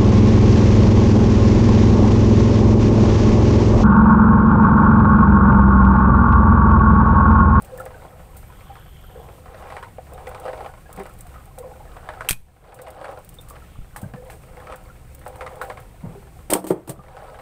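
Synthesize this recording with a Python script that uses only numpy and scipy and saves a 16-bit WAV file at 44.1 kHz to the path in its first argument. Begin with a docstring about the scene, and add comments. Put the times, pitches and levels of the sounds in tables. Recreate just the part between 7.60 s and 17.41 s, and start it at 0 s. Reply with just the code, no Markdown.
"""Waves and a fishing reel on a wooden boat

Small waves slosh, slap and gurgle against the planks, over low rumble, sea wash and faint whistling hiss.
Water is coloured noise and swarms of dying sine bubbles; blows are decaying modes and noise bursts.
Close by, a reel ticks, its bail snaps shut and tackle knocks on the wood.
The recorder's peak limiter ducks the loudest hits and what follows them."""
import sys
import numpy as np
from scipy import signal
from scipy.io import wavfile

SR = 44100
rng = np.random.default_rng(int(sys.argv[2]) if len(sys.argv) > 2 else 0)


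def transcribe(signal):
    """Save signal, clipped to [-1, 1], as a 16-bit WAV file at the path in sys.argv[1]."""
    frames = np.atleast_2d(signal).T
    limited = np.clip(frames, -1, 1)
    pcm = np.round(limited * 32767).astype(np.int16)
    wavfile.write(sys.argv[1], SR, pcm)


N = 432621
TIME = np.arange(N) / SR  # s
AGE = np.arange(SR * 2 // 5) / SR  # s since a hit
DURATION_S = TIME[-1]


def gain_of(db):
    """Decibels to amplitude."""
    return 10 ** (np.asarray(db) / 20)


def evened(x):
    """Scales to rms 1."""
    return x / np.sqrt(np.mean(x ** 2) + 1e-20)


def evened_hit(x):
    """Scales a hit to the energy of 10 ms at rms 1."""
    return x / np.sqrt(np.sum(x ** 2) / (SR / 100) + 1e-20)


def add(mix, start_s, sound):
    """Mixes a sound in at start_s, cut at the end of the mix."""
    part = mix[max(round(start_s * SR), 0):][:len(sound)]
    part += sound[:len(part)]


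def colour(x, points, size=4096):
    """Causal minimum-phase filter through (Hz, dB) points, scaled to unit tap energy."""
    hz, db = np.transpose(points)
    bin_hz = abs(np.fft.fftfreq(size, 1 / SR)) + 1
    log_gain = np.log(gain_of(np.interp(np.log(bin_hz), np.log(hz), db)))
    spectrum = np.exp(np.conj(signal.hilbert(log_gain)))
    taps = np.fft.ifft(spectrum).real[:size // 2]
    return signal.oaconvolve(x, taps / np.linalg.norm(taps))[:len(x)]


def drift(per_s):
    """Random curve of rms 1, linear between per_s knots a second."""
    knots = rng.standard_normal(int(DURATION_S * per_s) + 2)
    return evened(np.interp(TIME * per_s, np.arange(len(knots)), knots))


def decay(t60_s):
    """Exponential envelope falling 60 dB in t60_s."""
    return np.exp(-np.log(1000) * AGE / t60_s)


def burst(fade_s, tail_db, tail_fade_s):
    """Noise that dies quickly and leaves a weaker tail."""
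    envelope = np.exp(-AGE / fade_s) + gain_of(tail_db) * np.exp(-AGE / tail_fade_s)
    return rng.standard_normal(len(AGE)) * envelope


def ping(hz, t60_s, glide, rise_cycles):
    """Dying sine that swells over rise_cycles and bends by the share glide of its pitch."""
    turns = np.cumsum(hz * (1 + glide * np.minimum(AGE / t60_s, 1))) / SR
    swell = 1 - np.exp(-(AGE * hz / rise_cycles) ** 2)
    return swell * decay(t60_s) * np.sin(2 * np.pi * turns)


def ring(modes):
    """Struck body: each blow varies the level, sign and pitch of its modes."""
    out = np.zeros(len(AGE))
    for hz, db, t60_s in modes:
        force = gain_of(db + 2 * rng.standard_normal()) * rng.choice([-1, 1])
        out += force * ping(hz * rng.uniform(0.96, 1.02), t60_s, 0, 0.18)
    return evened_hit(out)


def boat(x, wet_db, t60_s):
    """Adds early echoes between the planks: random sparse taps after 3 ms."""
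    sparse = (rng.random(len(AGE)) < .05) * (AGE > .003)
    taps = rng.standard_normal(len(AGE)) * sparse * decay(t60_s)
    return x + gain_of(wet_db) * signal.oaconvolve(x, taps / np.linalg.norm(taps))[:N]


# Rumble spectrum. Each row: frequency in Hz, relative density in dB per Hz.
RUMBLE_SPECTRUM = [(10, -16), (22, -3), (40, 0.5), (52, -4), (68, 3), (85, -6), (125, -5), (180, -11.5),
                   (270, -24.5), (500, -34), (1500, -77)]


def rumble(level_db=-43.5, heave_db=0.26):
    """Low-coloured noise, nearly steady in level."""
    heave = gain_of(heave_db * drift(9.6))
    return gain_of(level_db) * evened(colour(rng.standard_normal(N), RUMBLE_SPECTRUM, size=16384) * heave)


# Open-water spectrum. Each row: frequency in Hz, relative density in dB per Hz.
SEA_SPECTRUM = [(100, -35), (300, 7.5), (750, -1), (1200, -10), (2200, -5), (3500, -12), (5500, -16),
                (10000, -16.5), (15000, -12.5)]


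def sea(level_db=-55.5, flicker_db=1):
    """Wash of open water: coloured noise with a flickering level."""
    flicker = gain_of(flicker_db * drift(23))
    return gain_of(level_db) * evened(colour(rng.standard_normal(N), SEA_SPECTRUM) * flicker)


# Faint hiss bands. Each row: start in seconds, end in seconds, centre in Hz, width in Hz, level in dB.
WHISTLE_BANDS = [(0.26, 2.16, 11900, 260, -66), (3.3, 4.4, 12150, 260, -71), (0.78, 1.87, 3190, 606, -61),
                 (5.95, 6.3, 2800, 1440, -63.5)]


def whistles():
    """Sines smeared into narrow hiss by random amplitude and phase; each swells and sinks."""
    out = np.zeros(N)
    for start_s, end_s, hz, width_hz, db in WHISTLE_BANDS:
        arch = np.sin(np.pi * np.clip((TIME - start_s) / (end_s - start_s), 0, 1))
        hiss = drift(width_hz) * np.sin(2 * np.pi * hz * TIME + drift(width_hz))
        out += gain_of(db) * arch * evened(hiss)
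    return out


# Hollow hull blows. Each row: start in seconds, relative level in dB, pitch in Hz, t60 in seconds.
HULL_BLOWS = [(3.373, -35, 190, 0.22), (4.709, -20, 110, 0.082), (6.429, -23, 122, 0.036),
              (6.448, -27.5, 107, 0.071), (6.536, -30.5, 143, 0.047), (8.43, -27.5, 161.7, 0.31),
              (8.452, -28, 106.6, 0.24), (8.925, -22.5, 185.7, 0.6), (9.103, 0.5, 353, 0.049),
              (9.288, -20.5, 137, 0.059), (9.38, -32, 131.3, 0.06)]
# Plank shudder spectrum. Each row: frequency in Hz, relative density in dB per Hz.
HULL_SPECTRUM = [(30, -28), (90, -14), (170, 6.5), (260, -7), (450, -8.5), (900, -11.5), (2500, -36),
                 (6000, -65)]


def thumps(level_db=1, overtone_db=-10, shudder_db=-12):
    """Soft heavy blows: the hull booms in two modes and its planks shudder as noise."""
    out, shudder = np.zeros((2, N))
    for start_s, db, hz, t60_s in HULL_BLOWS:
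        boom = ping(hz, t60_s, 0.11, 1.38) + gain_of(overtone_db) * ping(1.47 * hz, t60_s, 0, 0.7)
        add(out, start_s, gain_of(db) * boom / abs(boom).max())
        add(shudder, start_s, gain_of(db) * rng.standard_normal(len(AGE)) * decay(2 * t60_s))
    return gain_of(level_db) * out + gain_of(shudder_db) * colour(shudder, HULL_SPECTRUM)


# Tackle on wood. Each row: start in seconds, relative level in dB.
TACKLE_KNOCKS = [(8.899, -22), (8.914, -19.5), (8.925, -11.5), (8.938, -4.5), (8.952, -2.5), (9.042, -14.5),
                 (9.067, -17.5), (9.106, -6.5), (9.164, -30), (9.276, -24.5), (9.294, -17.5)]
# Plank modes. Each row: nominal frequency in Hz, nominal level in dB, t60 in seconds.
WOOD_MODES = [(217, -2.5, 0.1), (322, 9.5, 0.068), (393, 0.5, 0.18), (497, -3, 0.049), (580, 2, 0.056),
              (694, -10, 0.24), (818, -13, 0.14), (923, 2.5, 0.039), (1157, -13, 0.16), (1310, -7, 0.048),
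              (1850, -23, .09), (2340, -21, 0.086), (3200, -20, 0.068)]
# Spectrum of moving water, also of dull thuds. Each row: frequency in Hz, relative density in dB per Hz.
WATER_SPECTRUM = [(100, -46.5), (250, -11.5), (400, -6.5), (510, 4.5), (640, 0.5), (720, 1.5), (800, 1),
                  (1000, -8), (1400, -16.5), (2500, -27), (6000, -55)]


def knocks(ring_db=-6, thud_db=-10):
    """Tackle on wood: a short noise thud and the ringing plank modes."""
    wood, thud = np.zeros((2, N))
    for start_s, db in TACKLE_KNOCKS:
        add(wood, start_s, gain_of(db) * ring(WOOD_MODES))
        add(thud, start_s, gain_of(db) * evened_hit(burst(.007, -7, .032)))
    return gain_of(ring_db) * wood + gain_of(thud_db) * colour(thud, WATER_SPECTRUM)


# Fingers shifting on the reel. Each row: start in seconds, end in seconds, mean tick level in dB.
HANDLING_SPANS = [(0, .3, -27), (2.462, 2.839, -33.5), (3.303, 3.889, -35.5), (5.103, 5.799, -35),
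                  (6.638, 7.249, -43), (7.499, 8.106, -37)]


def fidgets(per_s=14, spread_db=3, fade_s=0.00073):
    """Rows of faint ticks at chance moments while the fingers shift."""
    rows = []
    for start_s, end_s, db in HANDLING_SPANS:
        span_s = end_s - start_s
        for place, size in rng.random((round(per_s * span_s), 2)):
            rows.append((start_s + place * span_s, db + spread_db * (2 * size - 1), fade_s))
    return rows


# Clearest reel ticks. Each row: start in seconds, relative level in dB, fade time in seconds.
REEL_TICKS = [(0.0463, -29, .002), (.196, -29.5, 0.0026), (0.766, -26, 0.0048), (3.328, -25.5, 0.00083),
              (3.363, -30, 0.0007), (3.608, -25, 0.00096), (3.986, -23, 0.00085), (5.143, -24, 0.0027),
              (5.217, -22, 0.0012), (5.304, -25.5, 0.00069), (5.691, -27, 0.00085), (5.811, -30, 0.0013),
              (5.8855, -29, .002), (5.899, -25.5, 0.0015), (6.415, -26.5, 0.0022), (7.1585, -29.5, 0.0012),
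              (7.5486, -27, .0008), (7.6786, -28, 0.0011), (8.016, -23, 0.0044), (8.2018, -34, .0007)]
# Tick spectrum. Each row: frequency in Hz, relative density in dB per Hz.
TICK_SPECTRUM = [(500, -11), (3000, -3), (6000, -6), (8500, 1), (12000, -0.5), (15500, 7.5)]


def ticks(level_db=-16, tail_db=-7, tail_times=8.6):
    """Small reel contacts: soft-edged noise bursts with a rattle tail_times longer."""
    out = np.zeros(N)
    for start_s, db, fade_s in REEL_TICKS + fidgets():
        rise = 1 - np.exp(-2 * AGE / fade_s)
        add(out, start_s, gain_of(db) * evened_hit(burst(fade_s, tail_db, tail_times * fade_s) * rise))
    return gain_of(level_db) * colour(out, TICK_SPECTRUM)


# Hard metal contacts. Each row: start in seconds, relative level in dB, fade time in seconds,
# bail ring relative to the contact in dB.
METAL_SNAPS = [(4.6883, -6, 0.0014, -2), (4.693, 1.5, 0.0015, -22), (4.7003, -9, 0.0024, -8),
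               (4.7089, 15, 0.00043, -16), (4.7287, -7.5, 0.002, -5), (6.362, -33.5, 0.019, -11),
               (6.702, -42, 0.04, 1), (8.902, -17, 0.022, -18), (8.935, 4, 0.0048, -25),
               (8.949, -15, 0.022, -19), (9.042, -28, 0.012, -11), (9.068, -22, 0.021, -13),
               (9.082, -26, 0.023, -15), (9.106, -23, 0.012, -18), (9.275, -32, 0.027, -18),
               (9.294, -20, 0.013, -31)]
# Bail wire modes. Each row: nominal frequency in Hz, nominal level in dB, t60 in seconds.
BAIL_MODES = [(2340, -8, 0.048), (2550, -9, 0.12), (2660, 7, 0.016), (3150, 2, 0.027), (3880, -12, 0.043)]
# Metal contact spectrum. Each row: frequency in Hz, relative density in dB per Hz.
METAL_SPECTRUM = [(200, -29), (1200, -5), (2600, -7.5), (4000, -7.5), (6000, -11.5), (7400, -10.5),
                  (8500, -5.5), (10000, -7.5), (13000, -4.5), (15500, -7.5)]


def snaps(bail_db=-15, snap_db=-7):
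    """Hard metal contacts: sharp noise bursts that set the bail wire ringing."""
    contacts, wire = np.zeros((2, N))
    for start_s, db, fade_s, ring_db in METAL_SNAPS:
        rise = 1 - np.exp(-AGE / 0.00016)
        add(contacts, start_s, gain_of(db) * burst(fade_s, -18, 0.011) * rise)
        add(wire, start_s, gain_of(db + ring_db) * ring(BAIL_MODES))
    return gain_of(snap_db) * colour(contacts, METAL_SPECTRUM) + gain_of(bail_db) * wire


# Low swings. Each row: start in seconds, level in dB, rise time in seconds, fade time in seconds.
LOW_SWINGS = [(4.7084, -5, 0.0005, 0.024), (6.189, -12, 0.0044, 0.008)]


def low_swings():
    """Low swings: the loud snap overloads the recorder, and the microphone is bumped once."""
    out = np.zeros(N)
    for start_s, db, rise_s, fade_s in LOW_SWINGS:
        swing = (1 - AGE / fade_s) * np.exp(-AGE / fade_s)
        add(out, start_s, gain_of(db) * swing * (1 - np.exp(-AGE / rise_s)))
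    return out


# Loudest gurgles. Each row: start in seconds, relative level in dB, starting pitch in Hz, t60 in seconds.
LOUD_GURGLES = [(.1, -33, 517, 0.6), (.2, -24, 1350, 0.043), (1.095, -36, 795, 0.17),
                (1.55, -35.5, 484, 0.44), (1.629, -36, 407, 0.19), (2.383, -26.5, 730, .059),
                (2.52, -28, 519, .11), (3.257, -40, 1650, .08), (3.29, -33, 490, 0.084),
                (3.387, -24.5, 400, 0.23), (3.495, -41.5, 1330, .1), (3.756, -43.5, 1262, 0.25),
                (3.862, -38.5, 790, 0.16), (3.98, -30, 491, 0.26), (4.04, -32, 516.4, 0.22),
                (4.112, -31.5, 813, 0.062), (4.2, -36, 842, 0.11), (5.786, -36.5, 3620, 0.048),
                (5.905, -35, 1180, 0.12), (6.415, -39, 650, 0.15), (6.555, -39.5, 497, 0.39),
                (6.62, -38, 531, 0.25), (6.728, -38, 450, 0.12), (7.125, -29.5, 1315, 0.064),
                (8.55, -34.5, 398, 0.37), (9.39, -33, 1200, .1), (9.623, -31, 640, .12)]


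def gurgles(level_db=-1, clear=0.88, plop_db=-10, glide=-0.064, glide_spread=0.069,
            stray_db=-44, stray_low_hz=600, stray_cycles=110, count=30):
    """Loud bubbles plop and ring, gliding and fluttering; fainter ones stray between."""
    out, plops = np.zeros((2, N))
    for start_s, db, hz, t60_s in LOUD_GURGLES:
        add(out, start_s, gain_of(db) * ping(hz, t60_s, glide + glide_spread * rng.standard_normal(), 3.6))
        add(plops, start_s, gain_of(db) * evened_hit(burst(.004, -9, .018)))
    for order, (place, pitch, bend) in enumerate(rng.random((count, 3))):
        hz = stray_low_hz * 3 ** pitch
        stray = ping(hz, stray_cycles / hz, .5 * (bend - .5), 1.6)
        add(out, (order + place) / count * DURATION_S, gain_of(stray_db) * stray)
    flutter = .7 * drift(130)
    return gain_of(level_db) * out * (clear + flutter) + gain_of(plop_db) * colour(plops, WATER_SPECTRUM)


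# Waves along the hull. Each row: arrival in seconds, crest in seconds, relative crest level in dB,
# froth relative to it in dB, draining in dB per second.
HULL_WAVES = [(0, .25, -44.5, -8, 24), (0.896, 1.154, -57.5, 5.5, 60), (1.518, 1.642, -46.5, -11, 40),
              (1.913, 2.16, -41, -2.5, 121), (2.524, 3.057, -39, -7, 216.5), (3.361, 3.39, -43.5, 0, 93),
              (3.604, 3.794, -59, 6, 87), (3.982, 4.117, -46, -26, 71), (4.312, 4.693, -44.5, -2.5, 148),
              (5.08, 5.517, -37, -5.5, 149), (5.92, 5.94, -47.5, -1, 157), (6.407, 6.683, -51, -19, 76),
              (6.899, 7.1, -44, -4.5, 71), (7.696, 8.067, -40, -8.5, 101), (8.444, 8.54, -55, -6, 67.5),
              (9.468, 9.694, -42, -3, 66)]


def surge(onset_db_per_s=134.5, build_db=5.5, calm_db=-61.5, calm_froth_db=-61):
    """Amplitudes of water and froth: each wave arrives fast, builds to a crest and drains."""
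    body, froth = np.full(N, gain_of(calm_db) ** 2), np.full(N, gain_of(calm_froth_db) ** 2)
    for arrival_s, crest_s, db, froth_db, drain_db_per_s in HULL_WAVES:
        shape_db = np.interp(TIME, [arrival_s, crest_s], [-build_db, 0])
        shape_db -= onset_db_per_s * np.maximum(arrival_s - TIME, 0)
        shape_db -= drain_db_per_s * np.maximum(TIME - crest_s, 0)
        power = gain_of(db + np.maximum(shape_db, -80)) ** 2
        body += power
        froth += power * gain_of(froth_db) ** 2
    return np.sqrt(body), np.sqrt(froth)


def bubbles(low_hz, high_hz, per_s, cycles, spread_db, count=36):
    """Swarm of small ringing bubbles in count sizes, strengths spread by spread_db."""
    out = np.zeros(N)
    for hz in np.geomspace(low_hz, high_hz, count):
        place, strength = rng.random((int(per_s * DURATION_S / count), 2)).T
        train = np.zeros(N)
        train[(place * N).astype(int)] = gain_of(spread_db * np.minimum(-np.log(strength), 3.5))
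        t60_s = cycles * rng.uniform(0.49, 2.4) / hz
        pop = ping(hz, t60_s, rng.uniform(-0.22, 0.19), 0.45)[:SR // 10]
        out += signal.oaconvolve(train, evened_hit(pop) * np.sqrt(hz))[:N]
    return out


# Splash spectrum. Each row: frequency in Hz, relative density in dB per Hz.
SPLASH_SPECTRUM = [(300, -35), (800, 2.5), (1300, 5), (1700, -2), (2400, -7.5), (3400, -13.5),
                   (4500, -16.5), (6500, -28.5), (10000, -25), (15000, -44)]


def slosh(flow, foam, body_db=-.5, froth_db=-4, blip_db=-61, blip_follow=0.29, churn_db=1.0):
    """Bubble swarms swell and sink with each wave; single blips go on in the lulls."""
    body = evened(colour(bubbles(290.4, 1685, per_s=750, cycles=17.5, spread_db=0.5), WATER_SPECTRUM))
    fizz = evened(colour(bubbles(900, 13000, per_s=2200, cycles=16, spread_db=2.3), SPLASH_SPECTRUM))
    blips = evened(colour(bubbles(550, 4500, per_s=110, cycles=42, spread_db=3.5), SPLASH_SPECTRUM))
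    churn = gain_of(churn_db * drift(22))
    waves = churn * (gain_of(body_db) * flow * body + gain_of(froth_db) * foam * fizz)
    blip_level = gain_of(blip_db) * (flow / np.median(flow)) ** blip_follow
    return waves + blip_level * blips


def wavelets(flow, foam, per_s=9, splash_db=10.5, body_db=4, spread_db=4, low_hz=480):
    """Rows of lesser slaps at chance moments, their levels following the wave that carries them."""
    rows = []
    for order, (place, size, pitch) in enumerate(rng.random((int(per_s * DURATION_S) + 1, 3))):
        start_s = (order + place) / per_s
        if start_s < DURATION_S:
            at, size_db = int(start_s * SR), spread_db * (2 * size - 1)
            top_db = 20 * np.log10(foam[at]) + splash_db + size_db
            low_db = 20 * np.log10(flow[at]) + body_db + size_db
            rows.append((start_s, top_db, low_db, low_hz * 2 ** pitch))
    return rows


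def droplets(count=12):
    """Bubbles pinched off by one breaking wavelet, the first at the impact."""
    out = np.zeros(len(AGE))
    for order, (pitch, wait, cycles, glide) in enumerate(rng.random((count, 4))):
        hz, delay_s = 850 * 2.7 ** pitch, order * .006 * wait
        drop = ping(hz, (10 + 30 * cycles) / hz, 1.3 * glide - .15, 0.077)
        add(out, delay_s, np.exp(-delay_s / 0.022) * drop)
    return evened_hit(out)


# Hardest wavelets on the planks. Each row: start in seconds, relative splash level in dB,
# relative body level in dB, starting pitch of the trapped air in Hz.
HARD_SLAPS = [(.2613, -36, -37.5, 622), (2.1026, -34, -38, 650), (2.167, -30.5, -35.5, 950),
              (2.2273, -30, -36.5, 924), (2.6698, -32, -35.5, 511), (2.747, -30.5, -36.5, 840),
              (2.8532, -33, -27.5, 503), (2.8805, -31.5, -25, 557), (2.9317, -33, -32.5, 640),
              (3.0061, -35, -31.5, 820), (3.0609, -36, -31.5, 820), (3.137, -41.5, -48, 627),
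              (3.3756, -39, -36, 763), (3.4, -40, -37, 640), (4.4891, -28, -32, 609),
              (4.6079, -26, -37, 645), (5.1891, -31.5, -31.5, 514), (5.2712, -31, -32, 642),
              (5.444, -27, -38, 590), (5.4884, -49, -29.5, 564), (6.361, -32, -39, 830),
              (6.537, -35, -40, 600), (6.6995, -34.5, -48, 810), (7.0704, -37, -43, 1300),
              (7.0978, -36, -37, 639), (7.1235, -28.5, -46, 800), (7.663, -33.5, -30.5, 613),
              (7.809, -28, -36, 523), (7.864, -28.5, -35, 1180), (8.0141, -24, -30.5, 521),
              (8.099, -28, -31.5, 617), (8.1728, -34, -41, 673)]


def slaps(rows, splash_db=-9, body_db=-2, air_db=-3, drops_db=-7):
    """Each wavelet cracks on the wood, pushes on the planks and traps ringing air."""
    splash, body, air = np.zeros((3, N))
    for start_s, top_db, low_db, hz in rows:
        crack = burst(.0025, -6.5, 0.019) * gain_of(2.1 * rng.standard_normal(len(AGE)))
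        push = burst(.004, -1, .02)
        pocket = ping(hz, 0.13, rng.uniform(-0.12, 0.048), 0.74)
        add(splash, start_s, gain_of(top_db) * evened_hit(crack))
        add(body, start_s, gain_of(low_db) * evened_hit(push))
        add(air, start_s, gain_of(low_db + air_db) * evened_hit(pocket))
        add(air, start_s, gain_of(top_db + drops_db) * droplets())
    splash = gain_of(splash_db) * colour(splash, SPLASH_SPECTRUM)
    return splash + gain_of(body_db) * colour(body, WATER_SPECTRUM) + air


def scene():
    """Open sea around, blows and tackle inside, water outside the planks."""
    flow, foam = surge()
    background = rumble() + sea() + whistles()
    blows = boat(thumps() + knocks(), wet_db=-9.0, t60_s=0.25)
    reel = boat(ticks() + snaps() + low_swings(), wet_db=-24.5, t60_s=0.29)
    all_slaps = slaps(HARD_SLAPS + wavelets(flow, foam))
    water = boat(slosh(flow, foam) + gurgles() + all_slaps, wet_db=-8.0, t60_s=0.086)
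    return (background + blows + reel + water)[None]


def record(dry, port_hz=8500, port_q=7, port_db=5, limit_db=-3.5, recovery_db_per_s=12, edge_hz=15650):
    """The microphone port rings, a peak limiter ducks at once and recovers slowly, then a low-pass."""
    x = dry[0] + gain_of(port_db) * signal.lfilter(*signal.iirpeak(port_hz, port_q, SR), dry[0])
    over_db = np.maximum(20 * np.log10(abs(x) + 1e-9) - limit_db, 0)
    fall_db = TIME * recovery_db_per_s
    duck_db = np.maximum.accumulate(over_db + fall_db) - fall_db
    x = x / gain_of(duck_db)
    low_pass = signal.firwin(401, edge_hz, window=("kaiser", 8), fs=SR)
    return signal.oaconvolve(x, low_pass, "same")[None]


dry = scene()
out = record(dry)
transcribe(out)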